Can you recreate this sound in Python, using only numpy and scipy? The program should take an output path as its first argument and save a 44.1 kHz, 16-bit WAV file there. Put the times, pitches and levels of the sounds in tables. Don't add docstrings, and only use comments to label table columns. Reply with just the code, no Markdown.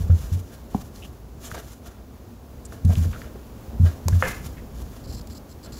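import sys
import numpy as np
from scipy import signal
from scipy.fft import rfft, irfft, next_fast_len
from scipy.io import wavfile
from scipy.ndimage import uniform_filter1d

SR = 44100
rng = np.random.default_rng(int(sys.argv[2]) if len(sys.argv) > 2 else 0)


def dump_mix(stems):
    frames = np.atleast_2d(stems).T
    limited = np.clip(frames, -1, 1)
    pcm = np.round(limited * 32767).astype(np.int16)
    wavfile.write(sys.argv[1], SR, pcm)


N = 255339
T = np.arange(N) / SR

# (frequency [Hz], relative level [dB])
FUR_SPECTRUM = [(400, -1), (1200, 6.5), (2300, -0.5), (3200, 2), (4600, 0.5), (6000, 3.5), (7300, 4.5),
                (8400, -6), (9800, 0.5), (12000, 0), (15500, -3.5)]
TAP_RING_CYCLES = 5.7


def undb(db):
    return 10 ** (np.asarray(db) / 20)


def unit(x):
    return x / np.sqrt(np.mean(x ** 2))


def curve(rows):
    s, db = np.transpose(rows)
    return undb(np.interp(T, s, db, left=-120, right=-120))


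def colour(x, points):
    hz, db = np.transpose(points)
    size = next_fast_len(N)
    f = np.maximum(np.fft.rfftfreq(size, 1 / SR), 1)
    gain = undb(np.interp(np.log(f), np.log(hz), db))
    return unit(irfft(rfft(x, size) * gain, size)[:N])


def fade(t, t60):
    return np.exp(-np.log(1000) * t / t60)


def convolve(x, response):
    return signal.fftconvolve(x, response)[:N]


def lowpass(hz):
    return signal.butter(2, hz, fs=SR, output="sos")


def grains(per_s, spread_db):
    clicks = (rng.random(N) < per_s / SR) * rng.standard_normal(N)
    return clicks * undb(spread_db * rng.standard_normal(N))


def waver(per_s, depth_db):
    steps = rng.standard_normal(4096)
    return undb(depth_db * np.interp(T * per_s, np.arange(len(steps)), steps))


def tail(t60, build_s):
    t = T[:SR]
    h = rng.standard_normal(SR) * fade(t, t60) * (1 - np.exp(-t / build_s))
    return h / np.sqrt(np.sum(h ** 2))


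def strikes(rows, rise_cycles):
    out = np.zeros(N + SR)
    t = T[:SR // 8]
    for s, db, hz, ring_ms in rows:
        rise = 1 - np.exp(-t * hz / rise_cycles)
        ring = np.sin(2 * np.pi * hz * t) * fade(t, ring_ms * 1e-3) * rise
        start = int(s * SR)
        out[start:start + len(t)] += undb(db) * ring / np.abs(ring).max()
    return out[:N]


def movements(rows, attack_s, release_s):
    gain = np.zeros(N)
    for s, length, db in rows:
        swell = fade(np.maximum(s - T, 0), attack_s)
        gain += undb(db) * swell * fade(np.maximum(T - s - length, 0), release_s)
    return gain


def hollow(x):
    # (delay [ms], level relative to the direct sound [dB])
    delays = [(1.7, -14.5), (2.9, -16), (4.3, -12.5)]
    copies = sum(undb(db) * np.interp(T - ms / 1000, T, x, left=0) for ms, db in delays)
    return (x + copies) / np.sqrt(1 + sum(undb(db) ** 2 for ms, db in delays))


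def room():
    # (frequency [Hz], relative level [dB])
    floor_spectrum = [(20, -19), (40, -7), (58, 7.5), (85, -2), (125, -4), (175, -11.5), (222, -4),
                      (300, -10.5), (550, -16), (1100, -24), (2000, -34), (4000, -37), (7000, -37),
                      (8400, -44), (10500, -39.5), (15500, -37)]
    # (time [s], level [dB])
    floor_level = [(0, -39), (.7, -40.5), (1.3, -42), (2.4, -41.5), (3.3, -38.5), (3.9, -37.5),
                   (4.5, -38.5), (5.79, -40)]
    air = colour(rng.standard_normal(N), floor_spectrum) * curve(floor_level)
    rumble = signal.sosfiltfilt(lowpass(795), air)
    hiss = air - rumble
    return rumble * waver(per_s=16, depth_db=1.66) + hiss * waver(per_s=13, depth_db=0.65)


def shuffling():
    # (frequency [Hz], relative level [dB])
    flex_spectrum = [(20, -28), (40, 2), (60, 7.5), (90, -3), (130, -4), (200, -13), (300, -21),
                     (900, -39.5), (4000, -83)]
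    # (full speed at [s], length [s], level [dB])
    shifts = [(0, 0.12, -29.5), (2.9, .14, -28), (4.43, 0.058, -31.5), (4.72, 0.16, -45),
              (5.09, 0.055, -34.5), (5.7, .09, -44)]
    return colour(rng.standard_normal(N), flex_spectrum) * movements(shifts, attack_s=0.29, release_s=1)


def scratch_strokes():
    # (start [s], end [s], level [dB])
    strokes = [(5.039, 5.063, -53), (5.073, 5.118, -50.5), (5.123, 5.16, -47.5), (5.165, 5.2, -48),
               (5.211, 5.217, -47), (5.272, 5.275, -44), (5.298, 5.337, -51.5), (5.346, 5.384, -50.5),
               (5.491, 5.53, -54.5), (5.63, 5.669, -50), (5.721, 5.793, -49.5)]
    gate = sum(undb(db) * ((T > start) & (T < end)) for start, end, db in strokes)
    return uniform_filter1d(gate, size=150)


def scratching():
    # (frequency [Hz], relative level [dB])
    claw_spectrum = [(2500, -30), (3700, -8), (4300, 7), (5200, 4.5), (6300, -11), (7600, 6), (8300, -15),
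                     (14000, -11)]
    slips = unit(waver(per_s=330, depth_db=3))
    return colour(rng.standard_normal(N), claw_spectrum) * slips * scratch_strokes()


def rubbing():
    # (full speed at [s], length [s], level before the final mix [dB])
    fur_strokes = [(0, 0.0082, -50.5), (.135, 0.052, -56.5), (.225, .04, -51), (.33, 0.038, -54),
                   (.45, .015, -63.5), (.525, .02, -57), (.74, 0.081, -54), (.955, 0.11, -55),
                   (1.447, 0.026, -44.5), (1.525, 0.066, -52.5), (1.68, 0.039, -54.5), (1.86, .02, -58),
                   (2.725, 0.012, -55), (2.9, 0.037, -50.5), (2.985, 0.076, -50), (3.13, .11, -58.5),
                   (3.84, 0.068, -52), (4.1, 0.073, -53), (4.195, .015, -47.5), (4.255, 0.049, -42.5),
                   (4.45, 0.017, -49), (4.755, 0.068, -55), (4.92, .05, -58.5)]
    # (full speed at [s], length [s], level before the final mix [dB])
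    paw_drags = [(.1, .015, -46), (.235, .03, -52), (.52, .015, -49), (.735, 0.012, -47),
                 (1.465, 0.034, -46.5), (1.55, .042, -39.5), (1.86, .07, -52.5), (1.985, .01, -51),
                 (2.72, 0.047, -51), (2.905, 0.022, -42), (3, .05, -52), (3.145, .03, -46),
                 (3.235, .02, -48.5), (3.345, .02, -56), (3.855, 0.047, -41.5), (4.1, 0.055, -46),
                 (4.45, .03, -53), (4.94, .03, -53), (5.66, .012, -44.5)]
    # (frequency [Hz], relative level [dB])
    drag_spectrum = [(150, 6.5), (350, 9), (650, 8), (900, -7), (1500, 5), (2200, -8), (3200, -7),
                     (5000, -13), (10000, -28)]
    brushing = movements(fur_strokes, attack_s=0.17, release_s=0.3)
    brushing = brushing + undb(-8) * scratch_strokes()
    fur = colour(grains(per_s=12000, spread_db=-0.5), FUR_SPECTRUM)
    fur = fur * waver(per_s=60, depth_db=3.5) * brushing
    pressure = waver(per_s=90, depth_db=2.6)
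    paws = colour(grains(per_s=3000, spread_db=1.5), drag_spectrum)
    paws = paws * pressure * movements(paw_drags, attack_s=0.11, release_s=0.21)
    smear = convolve(paws, tail(t60=0.19, build_s=0.0012))
    return undb(3.5) * fur + undb(-2.5) * paws + undb(-8) * smear


def skids():
    # (time [s], level [dB], pitch [Hz], width of each filter pass [Hz], length [ms])
    skid_rows = [(.959, -47, 4200, 4000, 5.1), (1.021, -45, 2900, 700, 46), (1.437, -50, 3100, 700, 57),
                 (1.447, -43.5, 7100, 1800, 44), (1.544, -34, 790, 1200, 16), (1.571, -41.5, 646, 300, 25),
                 (2.651, -43, 7300, 4000, 17), (2.722, -42.5, 610, 300, 25),
                 (2.849, -41.5, 5960, 10300, 7.4), (2.894, -35.5, 666, 150, 29), (2.924, -31, 560, 250, 16),
                 (2.924, -45, 2500, 3000, 4.7), (2.953, -41, 6440, 7000, 4.1),
                 (3.129, -41.5, 1380, 380, 58), (3.129, -46, 2380, 2220, 26), (3.216, -48, 3300, 2400, 7),
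                 (3.353, -39.5, 450, 397, 22), (3.846, -42.5, 540, 400, 45), (4.125, -41.5, 1640, 400, 11),
                 (4.568, -50.5, 1940, 1200, 44)]
    out = np.zeros(N)
    for s, db, hz, width, length_ms in skid_rows:
        band = signal.iirpeak(hz, hz / width, fs=SR)
        rasp = signal.lfilter(*band, grains(per_s=4400, spread_db=-2))
        rasp = unit(signal.lfilter(*band, rasp))
        progress = np.clip((T - s) * 1000 / length_ms, 0, 1)
        out += undb(db) * rasp * np.minimum(20 * progress, 1) * np.sqrt(1 - progress)
    return out


def taps():
    # (time [s], peak before reflections [dB], pitch [Hz])
    tap_rows = [(.098, -26.5, 516), (.1035, -36, 1300), (1.5156, -22.5, 1440), (1.521, -33, 151),
                (1.5458, -29, 1470), (1.588, -41, 900), (1.862, -38.5, 1540), (2.7239, -31.5, 1380),
                (2.905, -34, 1050), (2.9179, -35, 1800), (2.9553, -25, 2960), (3.0436, -34.5, 1460),
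                (3.053, -26.5, 413), (3.1304, -31, 1380), (3.2179, -28.5, 1710)]
    # (time [s], peak before reflections [dB], pitch [Hz], ring t60 [ms])
    bump = [(.7457, -20, 744, 20), (.7462, -25, 1016, 19), (.7484, -12.5, 188, 18.3),
            (.7488, -27.5, 380, 29)]
    ticks = [(s, db, hz, 1000 * TAP_RING_CYCLES / hz) for s, db, hz in tap_rows]
    dry = strikes(ticks + list(bump), rise_cycles=0.99)
    walls = undb(-9.0) * tail(t60=0.049, build_s=0.0012)
    far_room = undb(-15.5) * tail(t60=0.56, build_s=0.0033)
    return dry + convolve(dry, walls + far_room)


def snap():
    # (peak before reflections [dB], pitch [Hz])
    click_modes = [(-10, 6700), (-18, 9900), (-20, 960), (-27, 580)]
    snap_s = 4.0836
    rows = [(snap_s, db, hz, 1000 * TAP_RING_CYCLES / hz) for db, hz in click_modes]
    click = strikes(rows, rise_cycles=0.79)
    burst = (T > snap_s) * fade(np.maximum(T - snap_s, 0), t60=0.013)
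    crackle = burst * colour(rng.standard_normal(N), FUR_SPECTRUM)
    dry = click + undb(-21) * crackle
    return dry + undb(-16) * convolve(dry, tail(t60=0.25, build_s=0.002))


def thumps():
    # (time [s], strength [dB], contact time [ms])
    landings = [(.004, -13.5, 3.6), (0.0975, 1, 5.7), (0.3184, -7.5, 5.6), (0.3612, -15, 3.2),
                (1.519, -32, 1.2), (2.848, -3.5, 2.3), (2.8939, -7.5, 2.5), (2.911, -15, 2.2),
                (2.973, -6.5, 2.3), (3.011, -12, 1.8), (3.0563, -15.5, 0.95), (3.7988, -3, 3),
                (3.833, -5, 5.8), (4.058, -9, 4.2), (4.0961, -14, 1.1), (4.1256, 0.5, 6.6),
                (4.1697, -15, 2)]
    # (frequency [Hz], relative level [dB], t60 [s], polarity [sign])
    box_modes = [(56.4, -13, 0.11, 1), (80.84, -3, 0.28, 1), (91.4, -3.5, 0.19, -1), (122, 0.5, 0.046, -1),
                 (127.5, -7, 0.097, 1), (146.4, -16, 0.24, -1), (197.7, -16, 0.23, 1),
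                 (229.3, -20, 0.25, -1)]
    force = np.zeros(N)
    for s, db, contact_ms in landings:
        near = np.abs(T - s) < .01
        push = np.exp(-(np.pi * (T[near] - s) * 1000 / contact_ms) ** 2)
        force[near] -= undb(db) * push / push.sum()
    t = T[:SR]
    box = np.zeros(SR)
    for hz, db, t60, polarity in box_modes:
        box += np.sign(polarity) * undb(db) * np.sin(2 * np.pi * hz * t) * fade(t, t60)
    boom = convolve(force, box)
    return boom + undb(-33.5) * convolve(boom, tail(t60=0.48, build_s=.03))


def knock():
    # (time [s], peak before the low-pass [dB], pitch [Hz], ring t60 [ms])
    blow_rows = [(4.2248, -5, 1410, 3.3), (4.2252, -24, 2650, 1.8), (4.2255, -21, 517, 100),
                 (4.2272, -15.5, 1920, 6.4), (4.2285, -26, 925, 17)]
    # (frequency [Hz], starting level [dB], t60 [s])
    long_modes = [(716, -38, .45), (1276, -41, .5), (1605, -35, .25), (1696, -38, .42), (1766, -35, .35),
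                  (2008, -39, .42), (2050, -36, .3), (2083, -36, .42), (2417, -44, .45)]
    # (frequency [Hz], relative level [dB])
    wash_spectrum = [(150, 3.5), (330, -9.5), (540, -2), (620, -9), (715, -7.5), (1050, -8), (1300, -8),
                     (1730, 1), (1860, -12), (2060, -0.5), (2320, -11), (2500, -7), (2900, -14.5),
                     (3600, -24), (8000, -44)]
    dry = strikes(blow_rows, rise_cycles=0.62)
    dry = signal.sosfilt(lowpass(3300), dry)
    age = np.maximum(T - blow_rows[0][0], 0)
    modes = sum(undb(db) * np.sin(2 * np.pi * hz * age) * fade(age, t60) for hz, db, t60 in long_modes)
    swell = (1 - np.exp(-age / 0.017)) * fade(age, t60=0.42)
    wash = colour(grains(per_s=15000, spread_db=0), wash_spectrum) * swell
    echo = convolve(dry, tail(t60=0.24, build_s=0.0012))
    return dry + modes + undb(-21) * wash + undb(-12.5) * echo


def scene():
    background = room() + shuffling()
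    friction = hollow(rubbing() + scratching()) + skids()
    blows = taps() + snap() + thumps() + knock()
    return (background + friction + blows)[None]


def record(dry):
    return signal.sosfilt(signal.ellip(10, .2, 80, 15650, fs=SR, output="sos"), dry)


dry = scene()
out = record(dry)
dump_mix(out)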